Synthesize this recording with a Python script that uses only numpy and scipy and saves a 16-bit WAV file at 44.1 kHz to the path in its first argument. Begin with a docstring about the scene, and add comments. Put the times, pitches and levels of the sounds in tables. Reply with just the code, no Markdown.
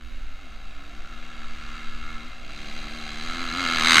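"""Two dirt bikes in the woods

Two single-cylinder dirt bikes ride up a sand track between pines, the leader closing fast.
Each firing gives a low exhaust note and a short burst of rasp that rings in the bike's resonances;
close by it turns to a hard bark. The second bike drones behind, the trees return a soft wash,
and wind rumbles on the microphone."""
import sys
import numpy as np
from scipy import signal
from scipy.fft import rfft, irfft
from scipy.io import wavfile
from scipy.ndimage import map_coordinates

SR = 44100
rng = np.random.default_rng(int(sys.argv[2]) if len(sys.argv) > 2 else 0)


def pcm_store(signal):
    """Save signal as 16-bit PCM."""
    levels = np.round(np.clip(np.atleast_2d(signal), -1, 1) * 32767)
    wavfile.write(sys.argv[1], SR, levels.astype(np.int16).T)


N = 176400
TIME = np.arange(N) / SR

# how fast the leading bike fires: (time [s], rate [firings/s])
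LEADER_RATE = [(0.0, 79.3), (0.27, 82.4), (0.4, 99), (0.49, 75), (0.7, 73.6), (0.79, 69), (1.01, 72.5),
               (1.1, 78.3), (1.31, 78.8), (1.51, 75.7), (1.58, 80.6), (1.65, 75.8), (1.73, 78.3),
               (1.88, 76.4), (2.13, 78.6), (2.21, 76.3), (2.29, 82.5), (2.46, 71.4), (2.69, 73.2),
               (2.78, 79.5), (2.87, 72.6), (2.95, 78.9), (3.15, 73.8), (3.27, 81.5), (3.42, 85.8),
               (3.51, 79.6), (3.6, 92), (3.68, 82.2), (3.73, 83.5), (3.81, 78.5), (3.9, 84), (4.0, 77.4)]
# how much of each rasp and bark burst repeats at every firing: (time [s], share [0-1])
STEADY_SHARE = [(2.4, 0.24), (3.3, 0.61)]
# its rasp, set by throttle and distance: (time [s], relative level [dB])
RASP_LEVEL = [(0,-49.5), (.33,-54), (.45,-50.5), (.6,-52), (1.05,-48.5), (1.5,-45), (1.73,-42),
              (1.92,-45.5), (2.13,-44), (2.39,-54), (2.52,-41.5), (2.79,-39.5), (2.87,-41.5), (3.05,-37.5),
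              (3.15,-38), (3.24,-34.5), (3.49,-34), (3.6,-28.5), (3.77,-24), (3.82,-21.5), (3.94,-12),
              (4,-12)]
# pitches at which a bike rings: (pitch [Hz], width [Hz], far off [dB], closer [dB], in front [dB])
RESONANCES = [(1145, 48, -11.5, -8, -3.5), (1355, 138, 0.5, -7.5, -13), (1490, 250, -10.5, -25, 1.5),
              (1675, 173, -7.5, -4, -18), (2126, 202, -5, -3, 0), (2444, 400, -9.5, -8.5, -7.5),
              (2685, 176, -8, -12, -25), (3206, 190, -13, -7.5, -7.5), (3752, 340, -8.5, -8.5, -1.5),
              (4012, 105, -29, -1.5, -10), (4594, 180, -9.5, -5.5, -2.5), (5480, 720, -17.5, -15.5, -31),
              (6240, 215, -14, -8, -1), (7510, 420, -24, -20, -6), (8280, 470, -28, -18, -6),
              (9800, 700, -31, -24, -43)]
# the rasp loses its highest treble on the way: (frequency [Hz], gain [dB])
AIR_COLOUR = [(1000, 0), (4000, 2.5), (5200, -5.5), (7000, -4), (10000, -12), (15000, -11)]
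# the hard bark, compared with the rasp: (time [s], level [dB])
BARK_LEVEL = [(0, -33), (3.2, -17), (3.7, -9), (3.85, -7.5), (4, -4)]
# tone of the bark: (frequency [Hz], gain [dB])
BARK_COLOUR = [(100, -54), (300, 5), (850, -36), (1100, -1), (1500, -4), (3000, 8), (4000, -12),
               (5300, -2.5), (8300, -21), (10000, -30), (15000, -29)]
# the nasal ring of the engine under load: (time [s], level [dB])
RING_LEVEL = [(0, -72), (1, -60), (1.3, -52.5), (1.5, -55), (1.75, -48), (1.92, -50.5), (2.12, -44),
              (2.25, -61), (2.33, -69), (3.1, -60), (3.3, -39.5), (3.5, -36.5), (3.62, -30), (3.8, -29),
              (4, -22)]
# tone of the ring, strongest near 1.3 and 2.1 kHz: (frequency [Hz], gain [dB])
RING_COLOUR = [(900, -25), (1150, -15.5), (1260, -4), (1340, -0.5), (1420, -3.5), (1540, -21), (1700, -8),
               (1900, -32), (2075, -4.5), (2170, -2.5), (2350, -30), (3000, -50)]
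# the low growl: (time [s], level [dB])
GROWL_LEVEL = [(0, -64), (.9, -57.5), (1.8, -61), (2.35, -57), (2.7, -52), (3.2, -51), (3.6, -45.5),
               (4, -37)]
# tone of the growl, mostly below 850 Hz: (frequency [Hz], gain [dB])
GROWL_COLOUR = [(100, -14), (200, -1.5), (330, -3.5), (430, -12), (520, -4), (740, 1.5), (820, -0.5),
                (870, -28), (1100, -36.5)]
# the leader's exhaust note: (time [s], level [dB])
NOTE_LEVEL = [(0, -54), (.27, -55.5), (.35, -64), (.44, -53.5), (.75, -56), (1, -53), (1.15, -51.5),
              (2.27, -47), (2.33, -70), (2.42, -54), (2.52, -51), (2.76, -44), (3.13, -43.5), (3.4, -40),
              (3.52, -38.5), (3.61, -36.5), (3.78, -36), (4, -29.5)]
# how its pipe shapes that note: (frequency [Hz], gain [dB])
LEADER_PIPE = [(75, -10), (115, 3), (160, -9), (185, -22), (212, 1), (240, 4.5), (275, 7.5), (300, -5),
               (335, -2), (400, -14.5), (480, -17), (680, -22.5)]
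# the second bike's engine: (time [s], rate [firings/s], level [dB])
FOLLOWER_ENGINE = [(0, 56, -64.5), (.65, 53.5, -60), (1.2, 57, -56.5), (1.75, 63.5, -55.5), (2.1, 59, -55),
                   (2.55, 60.5, -52.5), (3.2, 57, -52.5), (4, 56, -46.5)]
# its rasp, compared with its note: (time [s], level [dB])
FOLLOWER_RASP_LEVEL = [(0, 4.5), (1.7, 3), (2.6, 2), (4, 7.5)]
# how its pipe shapes its note: (frequency [Hz], gain [dB])
FOLLOWER_PIPE = [(58, -2), (120, -2), (180, -7), (245, -3.5), (285, -14), (400, -20), (550, -14.5)]
# the wash from the trees, compared with the direct sound: (time [s], level [dB])
WASH_LEVEL = [(0, 2), (2.1, -1.5), (2.4, 0), (3.3, -2.5), (4, -7.5)]
# wind on the microphone: (time [s], level [dB])
WIND_LEVEL = [(0, -26), (.55, -30.5), (1.4, -31), (2.15, -28.5), (2.55, -35.5), (2.74, -29.5), (4, -34.5)]
# tone of the wind, a deep rumble: (frequency [Hz], gain [dB])
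WIND_COLOUR = [(2, -14), (6, -2.5), (10, 3), (16, -14), (25, -18), (48, -21), (70, -31.5), (100, -43),
               (200, -64), (500, -75), (2000, -79)]

CLOSER_S, IN_FRONT_S = (1.6, 2.96), (3.71, 3.92)   # the rasp's tone shifts to closer, then to in front
BURST_RISE_S, BURST_FALL_S = 0.0014, 0.002   # for a burst of length 1
CRACK_LENGTH = 0.674   # relative length of the sharper bursts heard close by


def leader():
    """The near bike: the same firings drive a rattle (rasp, bark, ring, growl) and a low note."""
    rate = in_time(LEADER_RATE)
    cycles = crank(rate)
    steady = in_time(STEADY_SHARE)
    far, closer, _ = rasp(bursts(cycles, rate, steady))
    _, _, front = rasp(bursts(cycles, rate, steady, CRACK_LENGTH))
    nearing = np.interp(TIME, CLOSER_S, [0, 1])
    arriving = np.interp(TIME, IN_FRONT_S, [0, 1])
    approach = far + nearing * (closer - far)
    rasping = np.sqrt(1 - arriving) * approach + np.sqrt(arriving) * front
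    bark = loudness(BARK_LEVEL) * coloured(bursts(cycles, rate, steady, CRACK_LENGTH), BARK_COLOUR)
    rasp_and_bark = from_db(-3) * loudness(RASP_LEVEL) * (rasping + bark)
    ring = loudness(RING_LEVEL) * coloured(bursts(cycles, rate, steady=1.0), RING_COLOUR)
    growl = loudness(GROWL_LEVEL) * coloured(bursts(cycles, rate, steady=0.32), GROWL_COLOUR)
    note = loudness(NOTE_LEVEL) * exhaust_note(cycles, rate, LEADER_PIPE, waver_db=0.5)
    return rasp_and_bark + ring + growl, note


def crank(rate, wobble=0.00504, firing_at_s=3.9446):
    """Count the cycles of a slightly unsteady engine; it fires at every whole number."""
    cycles = np.cumsum(rate * (1 + wobble * drift(19.9))) / SR
    return cycles - np.interp(firing_at_s, TIME, cycles)


def bursts(cycles, rate, steady, length=1, spread_db=0.37, hiss_db=-16, count=450, size=1024):
    """One burst per firing: the steady share is a repeating pressure pulse, the rest is gas noise."""
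    firing = np.round(cycles)
    since_s = (cycles - firing) / rate   # negative just before the nearest firing
    span_s = (np.arange(size) - size / 2) / SR
    one_pulse = pipe_pulse(swell(span_s / length))
    pulses = map_coordinates(one_pulse, [since_s * SR + size / 2])   # play it at every firing
    gas = swell(since_s / length) * rng.standard_normal(N)
    strengths = from_db(spread_db * rng.standard_normal(count))   # firings vary a little
    puffs = np.sqrt(steady) * pulses + np.sqrt(1 - steady) * gas
    hiss = from_db(hiss_db) * rng.standard_normal(N)   # fills the gaps between bursts
    return strengths[firing.astype(int) % count] * puffs + hiss


def swell(since_s):
    """The gas flow rises quickly up to a firing and falls more slowly after it."""
    rise = np.exp(-.5 * (since_s / BURST_RISE_S) ** 2)
    fall = 1 / np.cosh(since_s / BURST_FALL_S)
    return np.where(since_s < 0, rise, fall)


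def pipe_pulse(flow, passes=6):
    """A pressure pulse smeared by the pipe over one swell of flow, equally strong at all frequencies."""
    pulse = rng.standard_normal(len(flow))
    for _ in range(passes):
        phases = np.angle(rfft(pulse * flow))   # shape it like the flow
        pulse = irfft(np.exp(1j * phases))   # then even out its frequencies
    return pulse * np.linalg.norm(flow)


def rasp(gas):
    """The bursts ring in the bike's resonances; gives three tones: far off, closer and in front."""
    gas = signal.sosfilt(signal.butter(4, 1000, "high", fs=SR, output="sos"), gas)
    gas = signal.sosfilt(signal.butter(1, 8000, fs=SR, output="sos"), gas)
    tones = 0
    for hz, width_hz, *levels_db in RESONANCES:
        decay = np.exp(-np.pi * width_hz / SR)   # a narrow resonance rings longer
        feedback = [1, -2 * decay * np.cos(2 * np.pi * hz / SR), decay ** 2]
        ring = (1 - decay ** 2) * signal.lfilter([1, 0, -1], feedback, gas)
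        tones = tones + np.outer(from_db(levels_db), ring)
    return [coloured(tone, AIR_COLOUR) for tone in tones]


def exhaust_note(cycles, rate, pipe, waver_db, harmonics=9):
    """A low hum: wavering pure tones at whole multiples of the firing rate, shaped by the pipe."""
    note = 0
    for k in range(1, harmonics + 1):
        strength = gain_at(pipe, k * rate) * from_db(waver_db * drift(5.8))
        note = note + strength * np.cos(2 * np.pi * (k * cycles + rng.random()))
    return unit_power(note)


def follower():
    """The second bike stays far off and runs slower; gives its rasp and its note."""
    rate = in_time(FOLLOWER_ENGINE) * (1 + .012 * drift(2))
    cycles = crank(rate)
    far_rasp = loudness(FOLLOWER_RASP_LEVEL) * rasp(bursts(cycles, rate, steady=0.44))[0]
    note = exhaust_note(cycles, rate, FOLLOWER_PIPE, waver_db=3.0)
    level = loudness(FOLLOWER_ENGINE, column=2)
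    return level * far_rasp, level * note


def woods(sound, build_s=0.033, fade_s=0.98):
    """Countless trunks scatter the sound into a wash of echoes that drops 60 dB in fade_s."""
    t = TIME[:SR]
    echoes = rng.standard_normal(SR) * from_db(-60 * t / fade_s) * (1 - np.exp(-t / build_s))
    return loudness(WASH_LEVEL) * signal.fftconvolve(sound, echoes / np.linalg.norm(echoes))[:N]


def wind(side_db=-21.5, onset_s=0.02):
    """Wind buffets the microphone, almost the same on the left and the right."""
    middle = coloured(rng.standard_normal(N), WIND_COLOUR)
    side = coloured(rng.standard_normal(N), WIND_COLOUR) * np.array([[1], [-1]])
    fade_in = 1 - np.exp(-(TIME / onset_s) ** 2)
    return fade_in * loudness(WIND_LEVEL) * (middle + from_db(side_db) * side)


def from_db(db):
    """Turn decibels into a number to multiply by."""
    return 10 ** (np.asarray(db) / 20)


def unit_power(sound):
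    """Scale a sound so that its average power is 1."""
    return sound / np.sqrt(np.mean(sound ** 2) + 1e-20)


def in_time(table, column=1):
    """Join a table's points with straight lines, giving a value for every sample."""
    rows = np.array(table)
    return np.interp(TIME, rows[:, 0], rows[:, column])


def loudness(table, column=1):
    """Turn a table of levels into a gain for every sample."""
    return from_db(in_time(table, column))


def gain_at(colour, hz):
    """Look up how strongly a colour table passes these frequencies."""
    points_hz, db = np.transpose(colour)
    return from_db(np.interp(np.log(hz + 1e-9), np.log(points_hz), db))


def coloured(sound, colour):
    """Filter a sound with a colour table, then bring its power to 1."""
    hz = np.fft.rfftfreq(2 * N, 1 / SR)
    return unit_power(irfft(rfft(sound, 2 * N) * gain_at(colour, hz))[:N])


def drift(speed_hz):
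    """A random wander around zero, about 1 in size and mostly slower than speed_hz."""
    hz = np.fft.rfftfreq(N, 1 / SR)
    spectrum = rfft(rng.standard_normal(N)) / (1 + (hz / speed_hz) ** 2)
    return unit_power(irfft(spectrum * (hz > 0), N))


def scene():
    """Both bikes straight ahead, the wash of their rattle from the trees, and the wind."""
    near_rattle, near_note = leader()
    far_rasp, far_note = follower()
    rattle = near_rattle + far_rasp
    return rattle + woods(rattle) + near_note + far_note + wind()


def record(dry, cutoff_hz=15400):
    """Round off the loudest peaks and cut the highest treble."""
    rounded = 1.3 * np.tanh(dry / 1.3)
    return signal.sosfilt(signal.ellip(10, .1, 80, cutoff_hz, fs=SR, output="sos"), rounded)


dry = scene()
out = record(dry)
pcm_store(out)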